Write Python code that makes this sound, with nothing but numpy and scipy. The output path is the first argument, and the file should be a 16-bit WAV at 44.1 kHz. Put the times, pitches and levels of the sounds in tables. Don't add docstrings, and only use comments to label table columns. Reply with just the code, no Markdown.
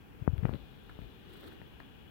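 import sys
import numpy as np
from scipy import signal
from scipy.fft import rfft, irfft
from scipy.io import wavfile
from scipy.ndimage import uniform_filter1d

SR = 44100
rng = np.random.default_rng(int(sys.argv[2]) if len(sys.argv) > 2 else 0)


def unload_audio(sound):
    columns = np.transpose(np.atleast_2d(sound))
    steps = np.round(np.clip(columns, -1, 1) * 32767)
    wavfile.write(sys.argv[1], SR, steps.astype(np.int16))


N = 92610
TIME = np.arange(N) / SR


def from_db(db):
    return 10 ** (np.asarray(db) / 20)


def unit_rms(x):
    return x / np.sqrt(np.mean(x ** 2) + 1e-20)


def fader(rows):
    return from_db(np.interp(TIME, *np.transpose(rows)))


def pan(db):
    return from_db([[min(db, 0)], [min(-db, 0)]])


def butter(x, hz, kind, order):
    sos = signal.butter(order, np.clip(hz, 10, .45 * SR), kind, fs=SR, output="sos")
    return signal.sosfilt(sos, x + 1e-18)


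def resonance(x, hz, width_hz):
    return signal.lfilter(*signal.iirpeak(hz, hz / width_hz, fs=SR), x + 1e-18)


def ring(x, hz, t60):
    r, w = from_db(-60 / (t60 * SR)), 2 * np.pi * hz / SR
    return signal.lfilter([0, np.sin(w)], [1, -2 * r * np.cos(w), r * r], x + 1e-18)


def noise(colour):
    hz, db = np.transpose(colour)
    bins = np.maximum(np.fft.rfftfreq(N, 1 / SR), 1)
    eq = from_db(np.interp(np.log(bins), np.log(hz), db))
    return unit_rms(irfft(rfft(rng.standard_normal(N)) * eq, N))


def click(s):
    return 1. * (np.arange(N) == int(s * SR))


def burst(s, decay_s):
    decay = (TIME >= s) * np.exp(-np.abs(TIME - s) / decay_s)
    return uniform_filter1d(decay, size=24)


def room_tone():
    # f/Hz, left level/dB, right level/dB
    colour = [(20.3, -11.5, -28), (53.6, 4, -9), (90, 0, -8.5), (173, -0.5, -10), (289, -8, -7.5),
              (390, -6.5, -30), (430, -17, -8.5), (600, -14.5, -27), (666, -23.5, -23), (774, -15, -17),
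              (1037, -19, -27), (1400, -18.5, -26.5), (1565, -16, -27), (2010, -23, -34), (2590, -18, -30),
              (3440, -31, -37), (4100, -33.5, -41.5), (5900, -41.5, -45), (16000, -52, -56)]
    left = from_db(-52.5) * noise(np.array(colour)[:, [0, 1]])
    right = from_db(-55.5) * noise(np.array(colour)[:, [0, 2]])
    return np.array([left, right])


def hiss():
    # f/Hz, level/dB
    colour = [(1000, -13), (8500, -11.5), (11000, -3), (15000, 4), (16000, 1.5)]
    return from_db(-72.5) * np.array([noise(colour) for _ in range(2)])


def whir():
    # f/Hz, width/Hz, level/dB
    modes = [(1693, 92, -9), (2447, 17, 0), (2788, 23, 0), (2970, 116, 5), (3145, 50, -2.5),
             (3368, 22.6, 3.5), (3670, 360, -27.5)]
    # t/s, level/dB
    swell = [(0, -71.5), (.3, -68), (.55, -66), (1.4, -61), (2.1, -62.5)]
    # t/s, level/dB
    sheen_swell = [(0, -88), (.4, -87), (.55, -65), (.8, -68.5), (1.05, -65), (1.2, -68.5), (1.35, -64),
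                   (1.48, -61.5), (1.6, -70.5), (2.1, -75)]
    # f/Hz, level/dB
    sheen_colour = [(1000, -49), (2500, -16), (3500, 3), (4300, -6), (4700, -15.5), (5600, -19),
                    (6500, -41), (16000, -49)]
    ringing = sum(from_db(db) * unit_rms(resonance(rng.standard_normal((2, N)), hz, width))
                  for hz, width, db in modes)
    ringing = unit_rms(butter(ringing, 4640, "low", order=6))
    return (fader(swell) * ringing + fader(sheen_swell) * noise(sheen_colour)) * pan(42)


def hand_bumps():
    # t/s, strength/dB, brightness/Hz
    bumps = [(0.2154, -19.5, 162), (0.2773, -9.5, 1574), (0.2850, -10, 99), (0.328, -12, 142),
             (0.3768, -10, 95), (0.4268, -15.5, 212), (0.4435, -9.5, 153), (0.4534, -15, 1740),
             (0.4813, -20, 160), (0.4926, -21, 1400), (0.5065, -29.5, 190), (0.5308, -27, 600),
             (0.5448, -22, 560), (0.5588, -27, 216), (0.63, -33.5, 110), (0.9895, -31, 1400),
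             (1.0179, -34.5, 600), (1.024, -34, 59.5), (1.066, -40, 108), (1.283, -39, 90),
             (1.6171, -37.5, 1480)]
    # f/Hz, width/Hz, level/dB
    modes = [(50.6, 16.3, 23.5), (75.7, 15, 13.5), (178, 95, 4), (460, 63, -5.5)]
    case_hz, case_q, top_hz = 121, 1.74, 404
    force = sum(from_db(db) * butter(click(s), hz, "low", order=5) for s, db, hz in bumps)
    dulled = signal.lfilter([1], [1, -np.exp(-2 * np.pi * top_hz / SR)], force)
    w = 2 * np.pi * case_hz
    highpass = signal.bilinear([1, 0, 0], [1, w / case_q, w * w], SR)
    thud = signal.lfilter(*highpass, dulled)
    return thud + sum(from_db(db) * resonance(thud, hz, width) for hz, width, db in modes)


def hand_rub():
    # t/s, level/dB, brightness/Hz
    slips = [(0.2692, -40, 1900), (0.3805, -33.5, 3200), (0.4340, -34, 2000), (0.4371, -39, 2760),
             (0.4550, -26, 2520), (0.4636, -35, 2570), (0.468, -40, 1800), (0.4850, -31.5, 1800),
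             (0.4928, -37, 1830), (0.5125, -38, 1880), (0.5372, -29.5, 3620), (0.5545, -37, 4500),
             (1.017, -38, 3200), (1.6160, -37, 2250)]
    # t/s, level/dB
    swell = [(0, -79), (.19, -48.5), (.3, -46), (.41, -42), (.46, -36.5), (.55, -35.5), (.58, -47),
             (.7, -57.5), (.96, -56), (1.03, -43), (1.11, -61.5), (2.1, -61.5)]
    # f/Hz, level/dB
    colour = [(20, -12), (55, 14.5), (150, -3), (400, -6), (1000, -22), (2500, -29.5), (4500, -40),
              (6000, -53.5), (16000, -48)]
    clicks = sum(from_db(db) * SR / (2 * hz) * butter(click(s), hz, "low", order=6)
                 for s, db, hz in slips)
    clicks = butter(clicks, 4400, "low", order=8)
    return fader(swell) * noise(colour) - butter(clicks, 360, "high", order=1)


def echoes(x, t60_s=0.16, wet_db=-6):
    tail = rng.standard_normal((2, N)) * from_db(-60 * TIME / t60_s) * (TIME > .003)
    tail /= np.sqrt(np.sum(tail ** 2, axis=1, keepdims=True))
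    return from_db(wet_db) * signal.fftconvolve(x, tail, axes=1)[:, :N]


def ticks():
    # t/s, level/dB, pan/dB
    hits = [(0.3795, -46, -14), (0.8370, -53.5, -8), (0.8650, -55, -10), (1.0050, -59, -2),
            (1.5310, -61, -6), (1.6260, -61, -6), (1.6755, -55, -6), (1.8035, -57, -15)]
    # f/Hz, level/dB
    colour = [(3000, -36), (8000, -21), (11000, 5), (15000, 9.5)]
    envelope = sum(from_db(db) * pan(side_db) * burst(s, decay_s=0.001) for s, db, side_db in hits)
    return noise(colour) * envelope


def snuffle():
    # t/s at the peak, level/dB
    puffs = [(1.302, -62.5), (1.337, -57), (1.372, -59), (1.408, -58), (1.442, -58), (1.476, -55.5),
             (1.528, -64)]
    # f/Hz, level/dB
    puff_colour = [(800, 1), (1800, -1), (3200, -2), (4200, 6.5), (5800, -17), (8200, -4), (9300, -6.5),
                   (10700, -2), (12200, -9), (14000, 2), (16000, 1)]
    # t/s, level/dB
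    bowl_swell = [(0, -84), (1.2, -66), (1.3, -56), (1.4, -58), (1.47, -50.5), (1.53, -58), (1.65, -62),
                  (2.1, -89)]
    # f/Hz, level/dB
    bowl_colour = [(100, -14), (260, -2), (360, 6), (460, -2.5), (620, -14.5), (1100, -14.5), (1900, -13),
                   (2600, -28), (5000, -32), (16000, -54.5)]
    puff_width_s = 0.0084
    flutter = sum(from_db(db) * np.exp(-.5 * ((TIME - s) / puff_width_s) ** 2) for s, db in puffs)
    hollow = np.array([noise(bowl_colour) for _ in range(2)])
    return flutter * noise(puff_colour) * pan(-30) + fader(bowl_swell) * hollow


def laps():
    # t/s, level/dB, mouth pitch/Hz, pan/dB
    smacks = [(0.8950, -42.5, 1340, 1), (0.8979, -46, 1660, 9), (1.355, -45.5, 1480, 15),
              (1.4330, -47, 1400, 1), (1.442, -50, 1930, 6), (1.478, -46, 1260, -7),
              (1.5215, -43.5, 1580, 8), (1.6160, -47, 1880, 17), (1.8006, -41.5, 1330, -11),
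              (1.8026, -37.5, 1760, 22)]
    # f/Hz, level/dB
    snap_colour = [(150, 8), (600, 1), (1400, -5), (2400, -15), (4300, -8), (6000, -32), (8200, -21),
                   (11000, -32), (16000, -28)]
    wet = np.array([butter(noise(snap_colour), 3200, "low", order=4), noise(snap_colour)])
    out = 0
    for s, db, hz, side_db in smacks:
        tongue = butter(click(s), 2500, "low", order=4)
        mouth = ring(tongue, hz, t60=0.013)
        snap = from_db(-4.5) * wet * burst(s, decay_s=0.0027)
        out = out + from_db(db) * pan(side_db) * (mouth + snap)
    return out


def scene():
    lapping = laps()
    foreground = lapping + echoes(lapping) + ticks() + snuffle()
    handling = (hand_rub() - hand_bumps()) * pan(40)
    return foreground + handling + room_tone() + hiss() + whir()


def record(dry):
    top_cut = signal.ellip(10, .1, 70, 15900, fs=SR, output="sos")
    return signal.sosfilt(top_cut, butter(dry, 6.7, "high", order=1))


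dry = scene()
out = record(dry)
unload_audio(out)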